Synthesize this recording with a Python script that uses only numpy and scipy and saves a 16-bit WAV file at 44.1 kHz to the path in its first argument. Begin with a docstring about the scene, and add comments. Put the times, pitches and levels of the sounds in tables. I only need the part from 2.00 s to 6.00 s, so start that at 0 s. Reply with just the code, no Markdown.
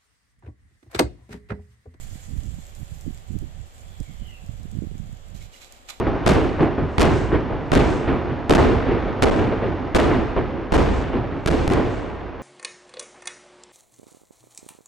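"""A fish grills over a small fan-blown charcoal stove on a wet patio.
From the start: juices sizzle and slowly fade, coals tick, the blower rushes steadily,
and a breeze buffets the right microphone port. At 1.85-2.5 s a little steam whistles, falling.
From 3.3 s something scuffs and squeaks, probably a shoe on gritty concrete; the breeze drops at 3.5 s."""
import sys
import numpy as np
from scipy import signal
from scipy.fft import rfft, irfft
from scipy.io import wavfile
from scipy.ndimage import uniform_filter1d

SR = 44100
rng = np.random.default_rng(int(sys.argv[2]) if len(sys.argv) > 2 else 0)


def dump(signal):
    """Clip the signal to [-1, 1] and save it as 16-bit WAV at the path in sys.argv[1]."""
    limited = np.clip(np.atleast_2d(signal).T, -1, 1)
    pcm = np.round(limited * 32767).astype(np.int16)
    wavfile.write(sys.argv[1], SR, pcm)


N = 176400
T = np.arange(N) / SR
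HZ = np.maximum(np.fft.rfftfreq(N, 1 / SR), 1)

# Levels are relative, ahead of later gains and filters. Densities are per Hz.
# Boiling vigour: t/s, level/dB
SIZZLE_VIGOUR = [(0, -55), (.21, -55), (.32, -59), (.6, -59.5), (.8, -59), (1.05, -59.5), (1.3, -62.5),
                 (1.5, -65), (1.72, -64.5), (1.775, -59), (1.85, -63), (2.03, -62.5), (2.15, -62.5),
                 (2.6, -64.5), (2.9, -67), (3.0, -64.5), (3.1, -67.5)]
# Juice bursts: f/Hz, density/dB
SIZZLE_SPECTRUM = [(400, -66), (1200, -43.5), (2000, -35.5), (3500, -41.5), (5500, -42), (7500, -37),
                   (14000, -36)]
# Coal splits: t/s, level/dB, left minus right/dB
COAL_SPLITS = [(0.667, -37, 9), (0.7512, -34.5, 1), (1.0107, -34, 3), (1.3885, -32.5, 2),
               (2.0023, -32.5, -5), (2.463, -39, 5), (2.632, -39.5, -1.5), (2.7151, -36, 1.5),
               (3.363, -40.5, -5), (3.7237, -31.5, -8.5)]
# Main steam whistle: t/s, f/Hz, level/dB
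HIGH_WHISTLE = [(1.85, 3456, -75), (1.95, 3395, -64), (2.12, 3180, -72.5), (2.21, 3094, -63),
                (2.27, 2985, -52), (2.31, 2860, -53), (2.35, 2695, -52), (2.42, 2676, -59.5),
                (2.5, 2710, -69)]
# Fainter, lower whistle: t/s, f/Hz, level/dB
FAINT_WHISTLE = [(2.03, 2330, -70), (2.09, 2200, -58), (2.24, 2080, -72), (2.31, 2060, -58),
                 (2.37, 2024, -74)]

# Sole strokes: t/s, attack/s, hold/s, release/s, level/dB, tilt/(dB/octave)
SCUFF_STROKES = [(3.343, 0.0064, 0.028, 0.013, -16.5, 3), (3.393, 0.016, 0.046, 0.012, -15.5, 1.7),
                 (3.514, .02, 0.032, 0.049, -14, 1.5), (3.602, 0.016, 0.018, 0.035, -11.5, 0.2),
                 (3.705, 0.015, 0.051, 0.032, -20, -0.5), (3.873, 0.0087, 0.0043, .003, -14, 0.5),
                 (3.8864, 0.0023, 0.0049, 0.0017, 2.5, -0.5), (3.8969, 0.00058, 0.0035, 0.0018, 2.5, 1.5),
                 (3.901, 0.00091, 0.0046, 0.0025, 5, -0.5), (3.906, 0.0023, .001, 0.027, -13, -8.5)]
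# Grinding grit: f/Hz, density/dB
GRIT_SPECTRUM = [(350, -102), (750, -77.5), (1200, -82.5), (1600, -81), (2400, -75), (4000, -81.5),
                 (6500, -83.5), (9000, -84), (14000, -82.5)]
# Hollow ring of the sole: f/Hz, width/Hz, gain/dB
SOLE_MODES = [(1207, 83, 8), (2300, 135, -5.5), (3970, 178, 0)]
# Wet sole squeaks: t/s, f/Hz, level/dB
SOLE_SQUEAKS = [(3.417, 2185, -50), (3.543, 2880, -49), (3.556, 2055, -49), (3.9195, 2326, -49)]

# Breeze on the right port: t/s, level/dB
BREEZE = [(0.0, -37), (0.11, -39), (0.22, -47), (0.39, -32), (0.43, -42.5), (0.5, -35), (0.69, -47),
          (0.83, -38), (0.88, -48), (0.92, -38), (1.04, -44), (1.09, -34), (1.25, -50), (1.3, -34.5),
          (1.43, -35), (1.52, -44), (1.61, -36), (1.71, -56), (1.89, -41), (1.97, -46.5), (2.02, -31.5),
          (2.06, -46), (2.22, -37.5), (2.38, -47), (2.5, -39), (2.8, -37.5), (3.13, -40), (3.19, -47),
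          (3.36, -39.5), (3.48, -45), (3.54, -60.5), (4.0, -61.5)]
# Puffs on that port: t/s, level/dB, half length/s
WIND_PUFFS = [(0.126, -38, 0.011), (0.329, -40.5, 0.042), (0.471, -39.5, 0.048), (0.813, -38.5, 0.015),
              (1.078, -31.5, .018), (1.315, -35, .013), (1.358, -32, 0.015), (1.434, -34, 0.02),
              (1.596, -42.5, .008), (2.009, -30.5, 0.0071), (2.098, -37.5, 0.013), (2.223, -35, 0.0086),
              (2.444, -40.5, 0.00764), (2.604, -40, 0.0089), (2.754, -32, .016), (2.837, -30.5, .012),
              (2.92, -35, 0.0079), (3.029, -42.5, .07), (3.359, -42, 0.0077)]
# Single eddies: t/s, peak/dB, width/s
EDDY_SLAPS = [(.158, -24, 0.0023), (0.336, -24, 0.0037), (.367, -18, 0.0029), (.388, -17, .006),
              (.49, -18, 0.0052), (.542, -20.5, 0.0039), (.588, -22.5, 0.0025), (.831, -20, 0.0036),
              (0.923, -22, 0.0044), (0.975, -24.5, 0.0048), (1.065, -23, 0.0014), (1.08, -16, 0.0024),
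              (1.107, -20.5, 0.0023), (1.308, -18, 0.0033), (1.356, -17.5, 0.0031), (1.366, -14.5, 0.0024),
              (1.422, -17, 0.0042), (2.01, -19.5, 0.0023), (2.22, -22, 0.005), (2.494, -17.5, 0.003),
              (2.656, -21, 0.0022), (2.772, -17, .0022), (2.789, -12.6, 0.0028), (2.823, -14.5, .0016),
              (2.872, -20, 0.0023), (2.916, -21, .0018), (2.955, -24, 0.002), (3.003, -17.5, 0.0031),
              (3.132, -21.5, 0.0033), (3.351, -25.5, 0.0033)]
# Slow eddies: f/Hz, density/dB
RUMBLE_SPECTRUM = [(10, -10.5), (22, 4.5), (45, -0.5), (80, -2.5), (125, -11), (180, -18), (300, -38),
                   (600, -78)]
# Fast eddies at unit speed: f/Hz, density/dB
BUFFET_SPECTRUM = [(40, -11), (100, -3.5), (190, -9.5), (270, -11), (380, -23.5), (550, -44.5), (900, -83),
                   (2000, -98)]
# Wind at the sheltered left port: f/Hz, density/dB
LEE_SPECTRUM = [(10, 1), (40, 7), (80, -5), (150, -18), (250, -31), (600, -75)]

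# Blower and draught: f/Hz, density/dB
BLOWER_SPECTRUM = [(60, -104.5), (220, -90), (310, -87.5), (460, -87), (570, -84.5), (760, -86.5),
                   (850, -87.5), (970, -89.5), (1150, -87), (1450, -93.5), (2200, -94.5), (3200, -95.5),
                   (5000, -104), (14000, -111)]
# Blower stereo image: f/Hz, left-right correlation
BLOWER_CORRELATION = [(200, 1), (520, 0.47), (760, 0.14), (1150, -0.76), (1700, 0.047), (3000, 0.02),
                      (6000, -0.5)]
# Stove and air pipe resonances: f/Hz, gain/dB
PIPE_MODES = [(242, 1), (360, -6), (462, -8), (560, -4), (665, -15), (750, 0)]
# Microphone port response: f/Hz, left/dB, right/dB
PORT_RESPONSE = [(910, -4, 0), (1470, 0, 0.56), (2610, -1, 0.65), (3490, -0.5, 6), (3600, -2.5, 4),
                 (4800, 0.5, 4), (5870, 0, 3.5), (6840, 1.5, 6.5), (7350, 2, 10), (7710, 1.5, 5.5),
                 (8840, -1, -6), (10650, -14.5, -4.5), (12300, -4, -4.5), (14700, -11.5, -11.5)]


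def sizzle(sputter_db=1.7, sputter_hz=22, flutter_db=1.1, flutter_hz=35):
    """Juice boils off in tiny bursts; each band sputters on its own."""
    vigour_db, = in_time(SIZZLE_VIGOUR)
    bursts = rfft(colour(grains(per_s=1500, spread_db=4.5, click_share=0.3), SIZZLE_SPECTRUM))
    centres_hz = np.geomspace(1500, 12000, 10)
    bands = (irfft(bursts * np.interp(HZ, centres_hz, pick), N) for pick in np.eye(len(centres_hz)))
    sputter = sum(band * from_db(sputter_db * drift(sputter_hz)) for band in bands)
    return from_db(vigour_db + flutter_db * drift(flutter_hz)) * sputter


def coal_ticks(gain_db=10, crumbs_db=-17.5, decay_s=0.002, highpass_hz=5900):
    """A coal splits: one sharp snap, then a faint spray of crumbs."""
    force = np.zeros((2, N))
    length = SR // 20
    for t_s, db, side_db in COAL_SPLITS:
        start = int(t_s * SR)
        split = from_db(crumbs_db) * rng.standard_normal((2, length)) * np.exp(-T[:length] / decay_s)
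        split[:, 0] = 1  # snap
        force[:, start:start + length] += from_db(db + gain_db) * pan(side_db) * split
    return signal.sosfilt(signal.butter(2, highpass_hz, "high", fs=SR, output="sos"), force + 1e-18)


def steam_whistle(curve, width_hz):
    """A narrow, airy resonance sinks in pitch as the steam runs out."""
    hz, db = in_time(curve)
    phase = 2 * np.pi * np.cumsum(hz) / SR
    tone = np.array([drift(width_hz) * np.cos(phase) + drift(width_hz) * np.sin(phase) for _ in range(2)])
    gate = (T > curve[0][0]) * (T < curve[-1][0])
    return from_db(db) * gate * rms_one(tone)


def scuffs():
    """Grit grinds in short strokes, each with its own brightness; the sole rings."""
    grit = rfft(colour(grains(per_s=7100, spread_db=3, click_share=0.56), GRIT_SPECTRUM))
    octaves = np.log2(np.clip(HZ, 700, 10000) / 3000)
    scrape = 0
    for t_s, attack_s, hold_s, release_s, db, tilt_db in SCUFF_STROKES:
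        rise = np.clip((T - t_s) / attack_s, 0, 1)
        fall = np.exp(-np.clip((T - t_s - attack_s - hold_s) / release_s, 0, 20))
        scrape = scrape + rise * fall * irfft(grit * from_db(db + tilt_db * octaves), N)
    rings = sum(resonance(scrape, hz, db, width_hz) for hz, width_hz, db in SOLE_MODES)
    return pan(-2.5) * (scrape + rings)


def squeaks(decay_s=0.0054, rough_hz=150):
    """Wet rubber sticks and slips: brief, rough tones."""
    roughness = 1 + 0.5 * np.array([drift(rough_hz), drift(rough_hz)])
    tones = sum(from_db(db) * np.exp(-np.abs(T - t_s) / decay_s) * np.sin(2 * np.pi * hz * T)
                for t_s, hz, db in SOLE_SQUEAKS)
    return roughness * tones


def wind(buffet_db=5.5, rumble_db=6.5, flutter_db=-12.5, lee_db=-48, lee_follow=0.31):
    """The breeze rumbles, flutters and slaps on the right port; the left lies in the lee."""
    breeze_db, = in_time(BREEZE)
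    puff_power = sum(from_db(db) ** 2 * bell(t_s, half_s) for t_s, db, half_s in WIND_PUFFS)
    power = from_db(breeze_db + flutter_db) ** 2 + puff_power
    speed = flow_speed(10 * np.log10(power))
    buffet = from_db(buffet_db) * np.sqrt(power) * eddies(BUFFET_SPECTRUM, speed, even_s=0.017)
    rumble = from_db(breeze_db + rumble_db) * eddies(RUMBLE_SPECTRUM, np.ones(N), even_s=0.018)
    lee_gain = from_db(lee_db + lee_follow * (breeze_db - breeze_db.mean()))
    lee = lee_gain * rms_one(colour(rng.standard_normal(N), LEE_SPECTRUM))
    return np.array([lee, rumble + buffet + slaps()])


def flow_speed(db, ref_db=-35, db_per_octave=26):
    """Relative speed: stronger puffs sweep eddies past faster, so sound brighter."""
    return 2 ** ((db - ref_db) / db_per_octave)


def eddies(spectrum, speed, even_s, skew=0.13):
    """Turbulence swept past a port: pressure lumps of even power, peakier on the positive side."""
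    field = colour(rng.standard_normal(N), spectrum)
    pressure = np.interp(np.cumsum(speed) % N, np.arange(N), field)
    window = int(even_s * SR)
    local_power = uniform_filter1d(uniform_filter1d(pressure ** 2, window), window)
    pressure = pressure / np.sqrt(local_power + 1e-20)
    return rms_one(pressure + skew * (pressure ** 2 - 1))


def slaps(stretch=2.77):
    """An eddy hits the port: a sharp pressure peak inside a longer, shallow suction."""
    pressure = np.zeros(N)
    for t_s, db, width_s in EDDY_SLAPS:
        half_s = width_s / (2 * np.sqrt(np.log(2)))
        push = stretch * bell(t_s, half_s)
        suction = bell(t_s, half_s * stretch)
        pressure += from_db(db) * (push - suction) / (stretch - 1)
    return pressure


def blower():
    """Air rushes steadily through the resonant stove and pipe."""
    mid, side = rfft(rng.standard_normal((2, N)))
    correlation = np.clip(over_hz(BLOWER_CORRELATION), -1, 1)
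    mid = np.sqrt((1 + correlation) / 2) * mid
    side = np.sqrt((1 - correlation) / 2) * side
    air = irfft([mid + side, mid - side], N)
    rings = sum(resonance(air, hz, db, width_hz=33) for hz, db in PIPE_MODES)
    return pan(1.5) * colour(air + rings, BLOWER_SPECTRUM)


def reflect(x, t60_s, db):
    """Nearby surfaces add a short diffuse tail."""
    tail = rng.standard_normal((2, SR // 2)) * from_db(-60 * T[:SR // 2] / t60_s)
    tail /= np.sqrt(np.sum(tail ** 2, axis=1, keepdims=True))
    return x + from_db(db) * signal.fftconvolve(x, tail, axes=1)[:, :N]


def ports(x):
    """The microphone ports colour the sound and ring briefly (minimum phase)."""
    gains = from_db([over_hz(PORT_RESPONSE, column=1), over_hz(PORT_RESPONSE, column=2)])
    cepstrum = irfft(np.log(gains), N)
    causal = 1 + np.sign(np.fft.fftfreq(N))
    return irfft(rfft(x) * np.exp(rfft(cepstrum * causal)), N)


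def grains(per_s, spread_db, click_share):
    """Uneven clicks over the hiss of countless smaller ones; stereo."""
    sizes = from_db(spread_db * np.minimum(rng.exponential(1, N), 5))
    clicks = (rng.random(N) < per_s / SR) * sizes * rng.standard_normal((2, N))
    hiss = rng.standard_normal((2, N))
    return np.sqrt(click_share) * rms_one(clicks) + np.sqrt(1 - click_share) * hiss


def resonance(x, hz, db, width_hz):
    """One mode driven by x."""
    return from_db(db) * signal.lfilter(*signal.iirpeak(hz, hz / width_hz, fs=SR), x)


def colour(x, spectrum):
    """Shape unit white noise to a density table."""
    return irfft(rfft(x) * from_db(over_hz(spectrum)) * np.sqrt(SR / 2), N)


def drift(hz):
    """Low-passed noise, unit RMS."""
    return rms_one(irfft(rfft(rng.standard_normal(N)) / (1 + (HZ / hz) ** 2), N))


def bell(t_s, half_s):
    """Gaussian bump, unit height."""
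    return np.exp(-np.minimum(((T - t_s) / half_s) ** 2, 50))


def in_time(rows):
    """Each value column, per sample."""
    t_s, *columns = np.transpose(rows)
    return [np.interp(T, t_s, column) for column in columns]


def over_hz(rows, column=1):
    """One column, per frequency bin."""
    rows = np.array(rows)
    return np.interp(np.log(HZ), np.log(rows[:, 0]), rows[:, column])


def pan(db):
    """Stereo gains; positive dB is left."""
    return from_db(np.array([[db], [-db]]) / 2)


def from_db(db):
    """Decibels to gain."""
    return 10 ** (np.asarray(db) / 20)


def rms_one(x):
    """Scale to unit RMS."""
    return x / np.sqrt(np.mean(x ** 2) + 1e-20)


def scene():
    """Stove and shoe through the ports, plus wind on the ports."""
    stove = blower() + reflect(sizzle(), t60_s=0.15, db=-6)  # off fish, stove and ground
    steam = steam_whistle(HIGH_WHISTLE, width_hz=132) + steam_whistle(FAINT_WHISTLE, width_hz=60)
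    transients = reflect(coal_ticks() + scuffs() + squeaks(), t60_s=0.32, db=-7)  # off the patio
    return ports(stove + steam + transients) + wind()


def record(dry):
    """Steep low-pass at 14.5 kHz."""
    return signal.sosfilt(signal.ellip(12, 0.2, 80, 14500, fs=SR, output="sos"), dry)


dry = scene()
out = record(dry)
dump(out)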